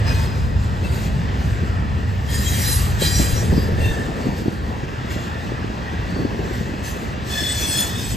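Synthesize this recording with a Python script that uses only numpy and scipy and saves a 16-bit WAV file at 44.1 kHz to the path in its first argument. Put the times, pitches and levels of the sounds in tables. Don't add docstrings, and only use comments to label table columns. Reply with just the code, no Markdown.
import sys
import numpy as np
from scipy import signal
from scipy.fft import rfft, irfft, next_fast_len
from scipy.io import wavfile
from scipy.ndimage import uniform_filter1d, map_coordinates

SR = 44100
rng = np.random.default_rng(int(sys.argv[2]) if len(sys.argv) > 2 else 0)


def master_out(mix):
    frames = np.transpose(np.atleast_2d(mix))
    ceiling = np.clip(frames, -1, 1)
    pcm = np.round(ceiling * 32767).astype(np.int16)
    wavfile.write(sys.argv[1], SR, pcm)


N = 359856

# time in seconds, relative level in dB.
ROLLING = [(0.02, -40.5), (0.11, -37), (0.13, -40), (0.4, -46), (1.35, -42.5), (2.23, -45), (2.66, -42.5),
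           (4.17, -42.5), (4.53, -46.5), (5.05, -42.5), (5.63, -42.5), (6.33, -43), (7.44, -43.5),
           (7.85, -41), (7.87, -42.5), (8.12, -45)]
# pitch in Hz, relative level in dB.
WHEEL_A = [(895, -43), (1948, -52), (2500, -45.5), (4183, -49), (4877, -53), (5001, -46), (5100, -44)]
WHEEL_B = [(2660, -46), (3800, -50), (4608, -49), (7708, -64), (8580, -51), (9485, -63), (12618, -62)]
WHEEL_C = [(1795, -43), (1860, -43), (3229, -39.5), (3854, -45), (4035, -38), (4108, -46), (4841, -50),
           (4907, -41), (4993, -42.5), (5789, -40), (6675, -39), (6780, -45), (7558, -39), (7680, -49),
           (8445, -37), (8578, -43), (9328, -41), (9500, -52), (10230, -39), (11125, -35), (12005, -41),
           (12900, -45), (13770, -50), (14655, -48)]
WHEEL_D = [(1660, -43), (1900, -41), (2440, -44), (3159, -36), (4008, -33.5), (4088, -40), (4338, -50),
           (4884, -36), (4946, -41), (5738, -37), (5840, -46), (6621, -41), (6728, -41), (7504, -37),
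           (7618, -39.5), (8385, -37), (8527, -40), (9262, -35.5), (9400, -42), (11040, -45), (11945, -48),
           (12370, -55), (12812, -50)]
WHEEL_E = [(4812, -42), (5372, -47.5), (11757, -55), (14427, -52)]
WHEEL_F = [(1690, -47), (1752, -43), (1798, -38.5), (2648, -47), (2728, -42), (3628, -44), (7400, -55.5),
           (8441, -50)]
WHEEL_G = [(1744, -44), (2600, -51), (6158, -45), (7138, -51), (7251, -59), (8129, -48), (8263, -57),
           (11175, -54), (13227, -57), (13431, -56)]
WHEEL_H = [(1725, -38.5), (2532, -46), (3305, -43), (3364, -36), (3440, -30), (3812, -47), (4180, -45),
           (4245, -43), (4322, -42), (4400, -47), (4780, -48), (5010, -44), (5165, -39), (5225, -43),
           (5380, -48), (5490, -47), (5922, -41), (6045, -44), (6165, -44), (6290, -49), (7035, -37),
           (7170, -47), (8021, -33), (8602, -39), (9018, -34), (9636, -42), (12025, -42)]
WHEEL_I = [(2540, -45), (3294, -46), (3435, -42), (3680, -41), (4260, -48), (4490, -50), (5087, -41.5),
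           (5240, -43), (6072, -48), (6180, -45), (7014, -44), (7983, -39), (8140, -48), (8990, -42),
           (12010, -51)]
WHEEL_J = [(4468, -44), (4600, -47), (8102, -59)]
WHEEL_K = [(2783, -47), (3451, -50), (7332, -52)]
# start in seconds, attack in seconds, hold in seconds,
# relative rubbing level in dB, growth while held in dB per second, release in dB per second,
# relative squeal level in dB, roughness from 0 to about 1, the wheel's modes (empty: no squeal).
CONTACTS = [(0.027, 0.067, 0.031, -38, -1.5, 29, -1, 0.9, WHEEL_A), (0.6, 0.05, .02, -48, 0, 71, 0, 0, []),
            (0.815, 0.05, 0.11, -39.5, 0, 61, -5, 0.78, WHEEL_B),
            (1.3, 0.13, 0.035, -45.5, -6, 54, 0, 0, []), (2.05, .05, .03, -51, 0, 52, 0, 0, []),
            (2.222, 0.14, 0.367, -33.5, 15.5, 73, -0.5, 0.47, WHEEL_C),
            (2.97, 0.058, 0.183, -28.5, -0.5, 47, -1, 0.5, WHEEL_D),
            (3.47, 0.11, 0.049, -45, -0.5, 83, -2.5, 0.28, WHEEL_E),
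            (3.728, 0.12, 0.097, -39.5, -1, 59, -0.5, 0.74, WHEEL_F),
            (4.172, 0.057, 0.18, -45, -11, 22, -12, 1.02, WHEEL_J),
            (5.085, 0.047, 0.017, -42.5, 0, 74, -3.5, 0.74, WHEEL_K),
            (6.05, 0.061, 0.072, -49, 4, 64, -9, 0.93, WHEEL_J),
            (6.42, 0.037, 0.086, -45.5, -9, 33, 0, 0, []),
            (6.812, 0.051, 0.021, -42.5, -5, 60, -1, 0.78, WHEEL_G),
            (7.232, .115, .458, -34, 12, 85, -0.5, .78, WHEEL_H),
            (7.85, 0.2, 0.06, -37.5, -7, 50, -2, 0.9, WHEEL_I)]
# time in seconds, strength in dB.
WIND = [(0.05, -37), (0.45, -35), (1.37, -35), (2.09, -38), (2.48, -34), (2.84, -38), (3.53, -28.5),
        (4.42, -33), (4.6, -35.5), (5.47, -37), (5.94, -37.5), (6.25, -31.5), (6.6, -35), (8.12, -37.5)]
BREEZE_DB = -36.5


def amp(db):
    return np.exp(np.asarray(db) * (np.log(10) / 20))


def unit(x):
    return x / np.sqrt(np.mean(np.abs(x) ** 2) + 1e-20)


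def along(points, hz, axis=1):
    table = np.transpose(points)
    return np.interp(np.log(hz + 1), np.log(table[0] + 1), table[axis])


def curve(rows):
    return np.interp(np.arange(N) / SR, *np.transpose(rows))


def wobble(rate):
    coarse = np.arange(0, N + 32, 32)
    knots = rng.standard_normal(8192)
    smooth = map_coordinates(knots, [coarse * rate / SR], mode="mirror")
    return np.interp(np.arange(N), coarse, smooth)


def filtered(x, response):
    size = x.shape[-1]
    padded = next_fast_len(size + 8192)
    spectrum = rfft(x, padded) * response(np.fft.rfftfreq(padded, 1 / SR))
    return irfft(spectrum, padded)[..., :size]


def coloured(x, spectrum):
    return unit(filtered(x, lambda hz: amp(along(spectrum, hz))))


def noise_pair():
    return rng.standard_normal((2, N))


def patchy(depth_db):
    z = signal.stft(noise_pair(), nperseg=1024)[2]
    field = uniform_filter1d(rng.standard_normal(z.shape[1:]), size=5, axis=0)
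    field = uniform_filter1d(field, size=14, axis=1)
    return signal.istft(z * amp(depth_db * unit(field)), nperseg=1024)[1][:, :N]


def rumble():
    # time in seconds, relative level in dB.
    level_rows = [(0.05, -20), (0.77, -22.5), (2.25, -23), (2.55, -22), (3.2, -19), (3.4, -22.5),
                  (3.91, -21.5), (3.96, -30.5), (6.93, -28.5), (7.15, -31.5), (8.05, -30), (8.12, -21.5)]
    # frequency in Hz, relative level in dB per Hz.
    deep = [(15, -45), (28, -18), (42, -10.5), (58, 1), (85, 0.5), (125, -3.5), (180, -16.5), (250, -19.5),
            (330, -41.5), (700, -75)]
    level_db = curve(level_rows) + 1.5 + 1.37 * wobble(12)
    return amp(level_db) * coloured(noise_pair(), deep)


def boom():
    # time in seconds, level in dB before the unevenness.
    level_rows = [(0.05, -37), (0.9, -36), (1.15, -30), (1.5, -32), (1.85, -30), (2.2, -34), (2.7, -37),
                  (3.0, -39), (4.0, -61)]
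    # frequency in Hz, relative level in dB per Hz.
    hollow = [(80, -31), (130, 1), (220, -3), (310, -26), (600, -66)]
    level_db = curve(level_rows) + 2.4 * wobble(14)
    return amp(level_db) * coloured(noise_pair(), hollow)


def rolling():
    # frequency in Hz, relative level in dB per Hz.
    roar_spectrum = [(150, -9.5), (450, -2.5), (650, -2), (900, -0.5), (1400, -1.5), (1600, -3),
                     (1800, -7.5), (2150, -10.5), (2650, -10), (3300, -14), (5000, -18), (7500, -28),
                     (12000, -41.5), (16000, -65)]
    # centre in Hz, width in Hz, relative level in dB.
    resonances = [(1760, 110, 1), (1917, 180, 2), (2570, 190, -8), (2740, 110, -5), (3420, 92, -6.5)]

    def ring_response(hz):
        return sum(amp(db) / (1 + (2 * (hz - centre) / width) ** 2) for centre, width, db in resonances)

    roar = amp(9.5) * coloured(patchy(depth_db=1.67), roar_spectrum)
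    ring = unit(filtered(patchy(depth_db=2.0), ring_response))
    ring_db = 0.35 + 0.73 * wobble(5.3)
    return amp(curve(ROLLING)) * (roar + amp(ring_db) * ring)


def pressure(start, attack, hold, growth, release):
    onset_db = 22
    first = max(0, int((start - attack / 2) * SR))
    last = min(N, int((start + attack + hold + 32 / release) * SR))
    span = np.arange(first, last)
    t = span / SR - start
    bite_db = onset_db * np.maximum(1 - t / attack, 0) ** 2
    held_db = growth * np.clip(t - attack, 0, hold)
    release_db = release * np.maximum(t - attack - hold, 0)
    return span, held_db - bite_db - release_db


def rubbing_db():
    light_rub_db = -11
    waver_db = 2.5
    power = amp(curve(ROLLING) + light_rub_db) ** 2
    for start, attack, hold, db, growth, release, *_ in CONTACTS:
        span, press_db = pressure(start, attack, hold, growth, release)
        power[span] += amp(db + press_db) ** 2
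    return 10 * np.log10(power) + waver_db * wobble(18)


def scraping():
    # frequency in Hz, relative level in dB per Hz.
    scrape_spectrum = [(900, -12), (1800, -3), (2600, -4.5), (4000, -5), (6000, -7.5), (8000, -5.5),
                       (10000, -13), (13000, -7.5), (16000, -20.5)]
    rub_db = rubbing_db()
    hiss_db = rub_db + 3.0 - 0.3 * np.maximum(rub_db + 40.5, 0)
    hiss = coloured(patchy(depth_db=3.0), scrape_spectrum)
    treble = filtered(hiss, lambda hz: 1 / (1 + (9000 / (hz + 1)) ** 8))
    softness = np.clip((-30.5 - rub_db) / 22, 0, .58)
    return amp(hiss_db) * (hiss - softness * treble)


def mode_tone(hz, size, flutter, swell_db, wander, skirt_hz):
    t = np.arange(size) / SR

    def drift(rate):
        return np.interp(t * rate, np.arange(1024), rng.standard_normal(1024))

    pitch = hz * (1 + wander * flutter * drift(25.3))
    turn = np.exp(2j * np.pi * np.cumsum(pitch) / SR)
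    skirt = np.array([drift(skirt_hz) + 1j * drift(skirt_hz) for side in range(2)])
    core = np.exp(2j * np.pi * rng.random((2, 1)))
    tone = np.real(turn * (core + flutter * skirt))
    return unit(amp(swell_db * drift(24.0)) * tone)


def squeals():
    # middle in seconds, pitch in Hz, relative rise in dB, length in seconds.
    surges = [(0.092, 5050, 15, 0.06), (0.22, 5050, 7, .07), (0.32, 5050, 5, .1), (0.15, 4188, 3, 0.23),
              (0.12, 2500, 6, .2), (0.852, 2660, 20, .04), (2.28, 3230, 14, .06), (2.41, 3230, -11, .05),
              (2.475, 3230, 17, 0.04), (2.53, 3854, 7, 0.095), (2.705, 4070, 14, .1),
              (2.88, 4070, 7, 0.065), (2.37, 4950, 4, .06), (2.73, 4950, 6, .2), (2.5, 5789, 7, .07),
              (2.69, 5789, 12, 0.24), (2.36, 6675, 12, 0.076), (2.48, 6675, 13, .08), (2.73, 6675, 8, .1),
              (2.44, 7558, 11, .1), (2.72, 7558, 6, .1), (2.37, 8445, 13, .05), (2.58, 8445, 4, .1),
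              (2.73, 8445, 8, 0.14), (2.71, 11125, 8, 0.18), (3.05, 3159, 14, .075),
              (3.047, 4050, 14.5, .06), (3.17, 4050, 7, .08), (3.37, 4050, 5, .08), (3.05, 5738, 4, .05),
              (3.075, 4915, 5, .045), (3.175, 4915, 4, .05), (3.18, 5738, 13, 0.081),
              (3.39, 5738, 17.5, .08), (3.2, 7560, 4, 0.11), (3.04, 8385, 16, .07), (3.15, 9262, 4, .12),
              (3.63, 4812, 6, .1), (3.86, 2690, 11, 0.079), (3.89, 3628, 12, 0.065), (3.98, 1720, 12, 0.12),
              (6.885, 6158, 11, .09), (6.88, 8129, 8, .08), (7.41, 1725, 8.5, 0.09), (7.36, 2532, 11, .1),
              (7.79, 2532, 8, .1), (7.41, 3440, 8, 0.061), (7.51, 3440, 5, 0.12), (7.65, 3364, 7, .09),
              (7.78, 3335, 12, 0.12), (7.79, 3440, 5, 0.078), (7.49, 3812, 13, .09), (7.76, 4280, 6, .1),
              (7.41, 5225, 10.5, 0.11), (7.77, 5165, 10, .09), (7.63, 5922, 13, .12), (7.78, 6165, 6, .1),
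              (7.52, 8021, 12, 0.084), (7.7, 8021, 7, .2), (7.77, 7035, 5.5, 0.12), (7.79, 8602, 10, 0.098),
              (7.75, 9018, 9.5, 0.14), (7.79, 12025, 5, .1), (7.94, 3678, 9, .14), (7.99, 3425, 10, .12)]
    surge_width_hz = 65
    squeal_range_db = 16
    skirt_rate, rough_rate = 44.8, 90.1
    climb_db_per_s, pivot_hz = 12.5, 6460
    sink_per_s = .011
    out = np.zeros((2, N))
    for start, attack, hold, _, growth, release, db, flutter, modes in CONTACTS:
        span, press_db = pressure(start, attack, hold, growth, release)
        binds = press_db >= press_db.max() - squeal_range_db
        span, press_db = span[binds], press_db[binds]
        t = span / SR
        gate = signal.windows.tukey(len(span), .12)
        doppler = 1 - sink_per_s * (t - start - attack - hold)
        skirt_hz = skirt_rate + rough_rate * flutter ** 2
        for hz, mode_db in modes:
            surge_db = sum(rise / (1 + (2 * (t - middle) / length) ** 4)
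                           for middle, centre, rise, length in surges if abs(hz - centre) < surge_width_hz)
            climb_db = climb_db_per_s * np.log2(hz / pivot_hz) * np.minimum(t - start, attack + hold)
            drive = unit(gate * amp(press_db + surge_db + climb_db))
            tone = mode_tone(hz * doppler, len(t), flutter, swell_db=1.6, wander=0.00178, skirt_hz=skirt_hz)
            out[:, span[0]:span[-1] + 1] += amp(db + mode_db) * drive * tone
    return out


def gusts():
    # frequency in Hz, relative level in dB per Hz.
    gust_spectrum = [(20, -28), (60, -13), (130, -4.5), (200, -0.5), (300, -7.5), (460, -11.5), (700, -22),
                     (1200, -29), (3000, -53)]
    level_db = -31.5 + 0.67 * (curve(WIND) - BREEZE_DB)
    return amp(level_db) * unit(amp(2.2 * wobble(30)) * coloured(noise_pair(), gust_spectrum))


def rush():
    # frequency in Hz, relative level in dB per Hz.
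    air_spectrum = [(200, -23), (380, 2), (470, 4.5), (650, -1.5), (900, -6), (1500, -39), (3000, -60)]
    level_db = -45 + 1.87 * (curve(WIND) - BREEZE_DB)
    return amp(level_db) * unit(amp(4.4 * wobble(45)) * coloured(noise_pair(), air_spectrum))


def buffets():
    # start in seconds, relative strength in dB, rise in seconds, pitch in Hz.
    slaps = [(3.014, -10, .009, 450), (3.193, -6.5, 0.0079, 257), (3.325, -6, .012, 95),
             (3.356, -20, .006, 430), (3.43, -17, 0.0057, 300), (3.523, -6, 0.0067, 170),
             (3.563, -10.5, 0.0069, 380), (3.577, -6.5, 0.0049, 207), (3.634, -19, 0.011, 640),
             (3.684, -16, .006, 380), (3.715, -8, 0.012, 110), (3.781, -17, .005, 440),
             (3.797, -10.5, 0.0075, 125), (3.822, -21, .006, 330), (3.858, -15, .009, 85),
             (3.902, -9, 0.0075, 110), (3.968, -21, 0.0055, 480), (4.083, -18, 0.0048, 290),
             (4.116, -20, 0.0037, 720), (4.254, -13.5, .006, 400), (4.266, -9.5, .005, 290),
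             (4.285, -10.5, 0.0051, 170), (4.414, -18.5, .008, 380), (4.456, -10.5, .0046, 290),
             (4.479, -8.5, 0.0043, 258), (4.537, -23, 0.0049, 260), (4.69, -17.5, 0.006, 220),
             (4.83, -15.5, 0.0053, 250), (5.044, -17, 0.0043, 260), (5.155, -16, 0.0091, 250),
             (5.351, -19, 0.0049, 310), (5.517, -15, 0.004, 380), (5.64, -15, 0.0055, 310),
             (5.696, -18, 0.0047, 250), (6.09, -20, 0.0078, 230), (6.121, -19, 0.0052, 200),
             (6.164, -18, 0.0052, 290), (6.224, -13.5, 0.0057, 190), (6.248, -9.5, 0.0046, 278),
             (6.305, -22, 0.0091, 680), (6.34, -22, .007, 480), (6.39, -13.5, 0.0042, 320),
             (6.505, -14.5, 0.0062, 350), (6.607, -14, 0.0046, 200), (6.691, -24, 0.0042, 250),
             (6.735, -17.5, 0.0046, 241), (6.818, -20, .005, 220), (7.175, -20, 0.0051, 240),
             (7.416, -19, 0.0049, 260), (7.685, -19, 0.0053, 240)]
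    # frequency in Hz for a 250 Hz slap, relative level in dB per Hz.
    thump = [(15, -32), (40, -10), (110, -1), (230, -1.5), (380, -12.5), (600, -17), (1200, -40),
             (4000, -64)]
    thump_hz, snap_cycles, ruffle_db = 250, 0.65, -3
    out = np.zeros((2, N))
    t = np.arange(SR // 8) / SR
    for start, db, rise, hz in slaps:
        spectrum = [(f * hz / thump_hz, level) for f, level in thump]
        swell = t / rise * np.exp(1 - t / rise)
        ruffle = swell * coloured(rng.standard_normal((2, len(t))), spectrum)
        ruffle /= np.abs(ruffle).max(axis=1, keepdims=True)
        cycles = (t - rise) * hz
        swing = np.sin(2 * np.pi * (cycles + rng.random((2, 1))))
        snap = np.exp(-(cycles / snap_cycles) ** 2) * swing
        out[:, int(start * SR):][:, :len(t)] += amp(db - 1.5) * (snap + amp(ruffle_db) * ruffle)
    return out


def ports(pair):
    # frequency in Hz, likeness (coherence) from 0 to 1, left minus right in dB,
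    # lead of the left in radians.
    port_rows = [(35, 0.97, 0.1, 0.0), (80, 0.87, 0.2, 0.0), (330, 0.68, 0.3, 0.3), (520, 0.52, 1.5, 0.9),
                 (850, 0.57, 2.8, 2.0), (1150, 0.64, -2.8, 2.9), (1500, 0.8, -3.6, 4.0),
                 (1750, 0.89, 0.9, 6.7), (2300, 0.77, 3.9, 6.8), (3400, 0.8, 2.6, 6.6),
                 (4600, 0.8, 1.2, 6.5), (5500, 0.61, 1.2, 5.8), (6500, 0.98, 0.2, 6.3),
                 (7500, 0.89, 0.2, 6.0), (8800, 0.85, -0.1, 4.3), (9350, 0.98, 0.0, 3.2),
                 (10700, 0.99, 0.0, 3.1), (11400, 0.7, 0.0, 1.6), (12100, 0.95, 0.0, 0.0),
                 (13300, 0.95, 0.0, -0.1), (14400, 0.75, 0.0, -1.7), (15000, 0.95, 0.0, -3.1)]

    def shares(hz):
        angle = np.arccos(np.clip(along(port_rows, hz), 0, 1)) / 2
        return np.array([np.cos(angle), np.sin(angle)])

    def balance_and_lead(hz):
        balance = amp(np.outer([.5, -.5], along(port_rows, hz, axis=2)))
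        lead = np.exp(1j * np.outer([.5, -.5], along(port_rows, hz, axis=3)))
        return balance * lead

    common, apart = filtered(pair, shares)
    return filtered(np.array([common + apart, common - apart]), balance_and_lead)


def scene():
    train = rumble() + boom() + rolling() + scraping() + squeals()
    wind = gusts() + rush() + buffets()
    return ports(train + wind)


def record(dry):
    return filtered(dry, lambda hz: hz < 15700)


dry = scene()
out = record(dry)
master_out(out)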